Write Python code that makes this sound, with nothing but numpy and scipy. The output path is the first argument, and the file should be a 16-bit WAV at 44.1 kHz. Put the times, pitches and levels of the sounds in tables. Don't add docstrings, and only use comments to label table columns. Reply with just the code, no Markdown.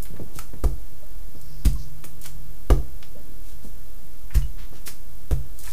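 import sys
import numpy as np
from scipy import signal
from scipy.fft import rfft, irfft
from scipy.io import wavfile
from scipy.ndimage import uniform_filter1d

SR = 44100
rng = np.random.default_rng(int(sys.argv[2]) if len(sys.argv) > 2 else 0)


def put_to_file(sound):
    columns = np.atleast_2d(sound).T
    safe = np.clip(columns, -1, 1)
    whole_steps = np.round(safe * 32767)
    wavfile.write(sys.argv[1], SR, whole_steps.astype(np.int16))


N = 252252

# (frequency [Hz], relative level [dB])
AIR_SPECTRUM = [(8, 1.5), (28, -1.5), (43, 0.5), (60, -13.5), (85, -16), (135, -16.5), (210, -24.5),
                (480, -30), (950, -36.5), (1400, -37), (2100, -41.5), (4000, -42), (11500, -41),
                (15000, -38.5)]
# (frequency [Hz], ring time [s])
ROOM_RING_TIMES = [(150, 0.48), (500, 0.36), (2000, 0.2), (6000, 0.32), (14000, 0.23)]
# (time [s], length [s], level [dB], centre [Hz], width [octaves])
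RUBS = [(.0, 0.081, -46, 12200, 0.45), (0.177, 0.31, -55.5, 229, 2.6), (1.2, 0.66, -61.5, 5100, 0.35),
        (1.732, 0.16, -55.5, 5160, 0.65), (2.236, 0.039, -47, 1300, 3.9), (2.999, 0.48, -53, 148, 1.65),
        (3.391, .2, -55.5, 5500, 2.8), (3.593, .12, -54.5, 7500, 2), (4.553, .13, -50.5, 1980, 2.1),
        (4.717, 0.095, -53, 1990, 3.4), (5.521, 0.34, -45, 7350, 1.9), (5.602, 0.14, -51.5, 1500, 1.6)]
# (time [s], pitch [Hz], level [dB], rise [s], ring time [s])
SQUEAKS = [(1.025, 593, -27.5, 0.022, 0.068), (1.755, 1090, -33.5, 0.0098, 0.048),
           (3.147, 558, -30.5, 0.022, 0.12), (4.421, 2910, -44.5, 0.0006, .17)]
# (time [s], level [dB], decay [s])
INK_TICKS = [(0.0257, -31, 0.0018), (0.0375, -35, .001), (0.359, -40, 0.0025), (1.414, -42, .004),
             (1.7315, -39, .002), (2.042, -37.5, 0.0091), (2.0526, -35, 0.0017), (2.2144, -38, .006),
             (2.2400, -32.5, .0014), (4.8656, -40, 0.0062), (3.645, -50, 0.0073), (5.5885, -40, .014),
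             (5.6383, -34.5, 0.0027)]
# (time [s], level [dB], decay [s], low edge [Hz], high edge [Hz])
FINGER_TAPS = [(0.053, -47.5, 0.018, 497, 4200), (0.161, -46, 0.01, 450, 2170),
               (0.535, -45, 0.0035, 450, 1690), (2.040, -36.5, 0.0037, 900, 2880),
               (3.027, -38.5, 0.0054, 694, 4830), (4.306, -44.5, 0.014, 1030, 2230),
               (4.42, -43, 0.0036, 980, 3800), (5.675, -40.5, 0.0074, 950, 2230)]
# (release time [s], cling length [s], crackle [dB], clack [dB], fizz [dB], snap decay [s])
PEELS = [(0.3885, 0.068, -47, -29, -28, 0.0029), (2.2600, .06, -48, -39.5, -30.5, .0035),
         (4.876, 0.026, -35, -35.5, -39, 0.0088)]
# (time [s], knock [dB], dull above [Hz], thud [dB])
BUMPS = [(.104, -32, 300, -37), (.137, -20.5, 450, -36), (0.1968, -11, 557, -31), (.211, -17.5, 540, -41),
         (0.362, -19, 450, -38.5), (0.5347, -21, 650, -36.5), (1.35, -23.5, 700, -42),
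         (2.044, -23, 710, -46), (3.646, -24.5, 945, -38), (4.726, -23.5, 1160, -54),
         (4.874, -23, 605, -53)]
# (pitch [Hz], relative level [dB], ring time [s])
BLOCK_MODES = [(204.6, -33.5, 0.12), (266.6, -20.5, 0.07), (313, -16.5, 0.078), (352.2, -20.5, 0.1),
               (397, -17, 0.078), (479.3, -18.5, 0.072), (512, -20, 0.056), (574, -29, 0.1),
               (703, -21.5, 0.077), (810, -27.5, 0.076), (983, -17.5, 0.028), (1150, -15.5, 0.024),
               (1180, -24.5, 0.026), (1242, -30, 0.032), (1970, -22, 0.021)]
# (pitch [Hz], relative level [dB], ring time [s])
TABLE_MODES = [(43.8, -4.5, .24), (55.2, -4.5, 0.19), (65.3, -26, 0.59), (86.5, -25, 0.12),
               (115, -12.5, 0.092), (129.1, -19, 0.31)]
# (time [s], thump [dB], thump tilt [dB/octave],
# knock [dB], dull above [Hz], thud [dB], clack [dB], fizz [dB], time to sink in [s], slap decay [s])
PRESSES = [(0.6374, -2.5, 0, -5, 1510, -29, -38.5, -33, 0.00028, 0.0065),
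           (1.6521, 0, 0, -15, 190, -18.5, -35.5, -27.5, 0.0022, 0.0076),
           (2.701, 2, 1.5, 3, 1590, -25.5, -26, -27.5, 0.00026, 0.0036),
           (4.352, -0.5, 1, -9.5, 298, -31, -39.5, -35.5, .008, .019),
           (5.310, -4.5, 4, -6, 710, -36, -39.5, -37, 0.00037, 0.01)]


def gain_of(db):
    return 10 ** (np.asarray(db) / 20)


def unit_rms(x):
    return x / np.sqrt(np.mean(x ** 2) + 1e-20)


def curve_at(points, hz):
    point_hz, value = np.transpose(points)
    return np.interp(np.log(hz + 1), np.log(point_hz + 1), value)


def add(mix, s, sound):
    part = mix[max(round(s * SR), 0):][:len(sound)]
    part += sound[:len(part)]


def ring(t, hz, db, t60):
    return gain_of(db) * np.exp(-np.log(1000) * t / t60) * np.sin(2 * np.pi * hz * t)


def hump(t, length):
    return np.sin(np.pi * np.clip(t / length, 0, 1)) ** 2


def wander(size, smooth_samples):
    return unit_rms(uniform_filter1d(rng.standard_normal(size), smooth_samples))


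def grit(band_hz, grain_db, size):
    slips = rng.standard_normal(size) * gain_of(grain_db * np.minimum(rng.exponential(1, size), 4))
    band = signal.butter(2, band_hz, "band", fs=SR, output="sos")
    return unit_rms(signal.sosfilt(band, slips))


def stroke(length_s, db, band_hz, grain_db):
    t = np.arange(SR) / SR
    return gain_of(db) * hump(t, length_s) * grit(band_hz, grain_db, size=len(t))


def add_click(mix, s, db, band_hz, decay_s, rise_s=0.0002):
    lead_s = 5 * rise_s
    t = np.arange(SR // 6) / SR - lead_s
    force = np.exp(np.minimum(t / rise_s, -t / decay_s))
    burst = force * grit(band_hz, grain_db=7.5, size=len(t))
    add(mix, s - lead_s, gain_of(db) * burst * np.linalg.norm(force) / np.linalg.norm(burst))


def add_slap(mix, s, clack_db, fizz_db, decay_s, rise_s=0.00022):
    clack_hz, fizz_hz = (830, 2400), (2840, 14800)
    add_click(mix, s, clack_db, clack_hz, decay_s, rise_s)
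    add_click(mix, s, fizz_db, fizz_hz, decay_s, rise_s)


def air(level_db=-39):
    hz = np.fft.rfftfreq(N, 1 / SR)
    spectrum = rfft(rng.standard_normal(N)) * gain_of(curve_at(AIR_SPECTRUM, hz))
    return gain_of(level_db) * unit_rms(irfft(spectrum, N))


def camera_whine(pitch_hz=12882, drift_hz=24, frame_hz=47.95, on_share=0.42, level_db=-62.3):
    busy = np.arange(N) / SR * frame_hz % 1 < on_share
    pulses = uniform_filter1d(busy.astype(float), size=40)
    hz = pitch_hz + drift_hz * wander(N, smooth_samples=300)
    return gain_of(level_db) * unit_rms(pulses * np.sin(2 * np.pi * np.cumsum(hz) / SR))


def hum(pitch_hz=149, drift_hz=0.88, base_db=-44.5):
    start_s, end_s, rise_s, fall_s = 1.33, 2.85, 0.27, 0.33
    throb_hz, throb_db, throb_peak_s = 1.65, 2, 1.83
    sag_db_per_s, waver_db = 5.5, 0.5
    t = np.arange(N) / SR
    steps_s = np.linspace(0, t[-1], 50)
    waver, drift = (np.interp(t, steps_s, row) for row in rng.standard_normal((2, 50)))
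    fade = np.clip(np.minimum((t - start_s) / rise_s, (end_s - t) / fall_s), 0, 1)
    throb = throb_db * np.cos(2 * np.pi * throb_hz * (t - throb_peak_s))
    level = fade * gain_of(base_db - sag_db_per_s * (t - start_s) + throb + waver_db * waver)
    return np.sqrt(2) * level * np.sin(2 * np.pi * np.cumsum(pitch_hz + drift_hz * drift) / SR)


def room(sound, turn_s, gap_s=0.003, paths=5):
    echoes = rng.standard_normal((paths, SR // 2)) * (np.arange(SR // 2) > gap_s * SR)
    hz, t, bands = signal.stft(echoes, SR, nperseg=256)
    decay = np.exp(-np.log(1000) * t / curve_at(ROOM_RING_TIMES, hz)[:, None])
    tails = signal.istft(bands * decay, SR, nperseg=256)[1]
    tails /= np.linalg.norm(tails, axis=1, keepdims=True)
    turn = (np.arange(N) / (turn_s * SR) - np.arange(paths)[:, None]) % paths
    feeds = sound * np.sqrt(hump(turn, 2.11))
    return signal.fftconvolve(feeds, tails, axes=1).sum(0)[:N]


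def rubs():
    out = np.zeros(N)
    for s, length_s, db, centre_hz, octaves in RUBS:
        spread = 2 ** (octaves / 2)
        add(out, s, stroke(length_s, db, (centre_hz / spread, centre_hz * spread), grain_db=10))
    return out


def squeaks(waver_per_s=3.5):
    t, out = np.arange(SR // 4) / SR, np.zeros(N)
    for s, hz, db, rise_s, t60 in SQUEAKS:
        waver = waver_per_s * rise_s * wander(len(t), smooth_samples=150)
        uneven_t = np.cumsum(1 + waver) / SR
        add(out, s, (1 - np.exp(-t / rise_s)) * ring(uneven_t, hz, db, t60))
    return out


def ink_ticks(band_hz=(6340, 16000)):
    out = np.zeros(N)
    for s, db, decay_s in INK_TICKS:
        add_click(out, s, db, band_hz, decay_s)
    return out


def finger_taps():
    out = np.zeros(N)
    for s, db, decay_s, low_hz, high_hz in FINGER_TAPS:
        add_click(out, s, db, (low_hz, high_hz), decay_s)
    return out


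def rubber_peels(crackle_hz=(2450, 15000), trail_s=0.028):
    out = np.zeros(N)
    for s, cling_s, crackle_db, clack_db, fizz_db, decay_s in PEELS:
        add(out, s - cling_s, stroke(cling_s + trail_s, crackle_db, crackle_hz, grain_db=6))
        add_slap(out, s, clack_db, fizz_db, decay_s)
    return out


def rubber_slaps(lag_s=0.00107):
    out = np.zeros(N)
    for s, *_, clack_db, fizz_db, sink_s, decay_s in PRESSES:
        add_slap(out, s + lag_s, clack_db, fizz_db, decay_s, rise_s=sink_s)
    return out


def block_knocks(lag_s=0.001113, build_s=0.0016):
    t, out = np.arange(SR // 3) / SR, np.zeros(N)
    landings = [(s + lag_s, knock_db, dull_hz, thud_db)
                for s, _, _, knock_db, dull_hz, thud_db, *_ in PRESSES]
    for s, knock_db, dull_hz, thud_db in landings + BUMPS:
        tones = sum(ring(t, hz, db, t60) / (1 + (hz / dull_hz) ** 3) for hz, db, t60 in BLOCK_MODES)
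        add(out, s, gain_of(knock_db) * (1 - np.exp(-t / build_s)) * tones)
        add_click(out, s, thud_db, band_hz=(77, 187), decay_s=0.018)
    return out


def table_thumps(puff_db=-14, puff_s=0.00764, echo_db=-11, echo_s=0.0124, lag_s=0.0062, build_s=0.015):
    t, out = np.arange(SR // 2) / SR, np.zeros(N)
    puff = gain_of(puff_db) * (hump(t, puff_s) + gain_of(echo_db) * hump(t - echo_s, puff_s))
    swing_t = np.maximum(t - lag_s, 0)
    build_up = 1 - np.exp(-swing_t / build_s)
    lowest_hz = TABLE_MODES[0][0]
    for s, thump_db, tilt_db, *_ in PRESSES:
        swing = sum(ring(swing_t, hz, db + tilt_db * np.log2(hz / lowest_hz), t60)
                    for hz, db, t60 in TABLE_MODES)
        add(out, s, gain_of(thump_db) * (puff - build_up * swing))
    return out


def scene(ring_room_db=-11, touch_room_db=-4):
    rings = block_knocks() + squeaks()
    touch = rubber_slaps() + rubber_peels() + finger_taps() + ink_ticks() + rubs()
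    echoes = gain_of(ring_room_db) * room(rings, turn_s=0.4)
    echoes += gain_of(touch_room_db) * room(touch, turn_s=0.003)
    return (table_thumps() + rings + touch + echoes + hum() + air() + camera_whine())[None]


def record(dry):
    cutoff_hz, offset = 15500, 0.128
    low_pass = signal.firwin(401, cutoff_hz, window=("kaiser", 9), fs=SR)
    return signal.oaconvolve(dry, low_pass[None], "same") + offset


dry = scene()
out = record(dry)
put_to_file(out)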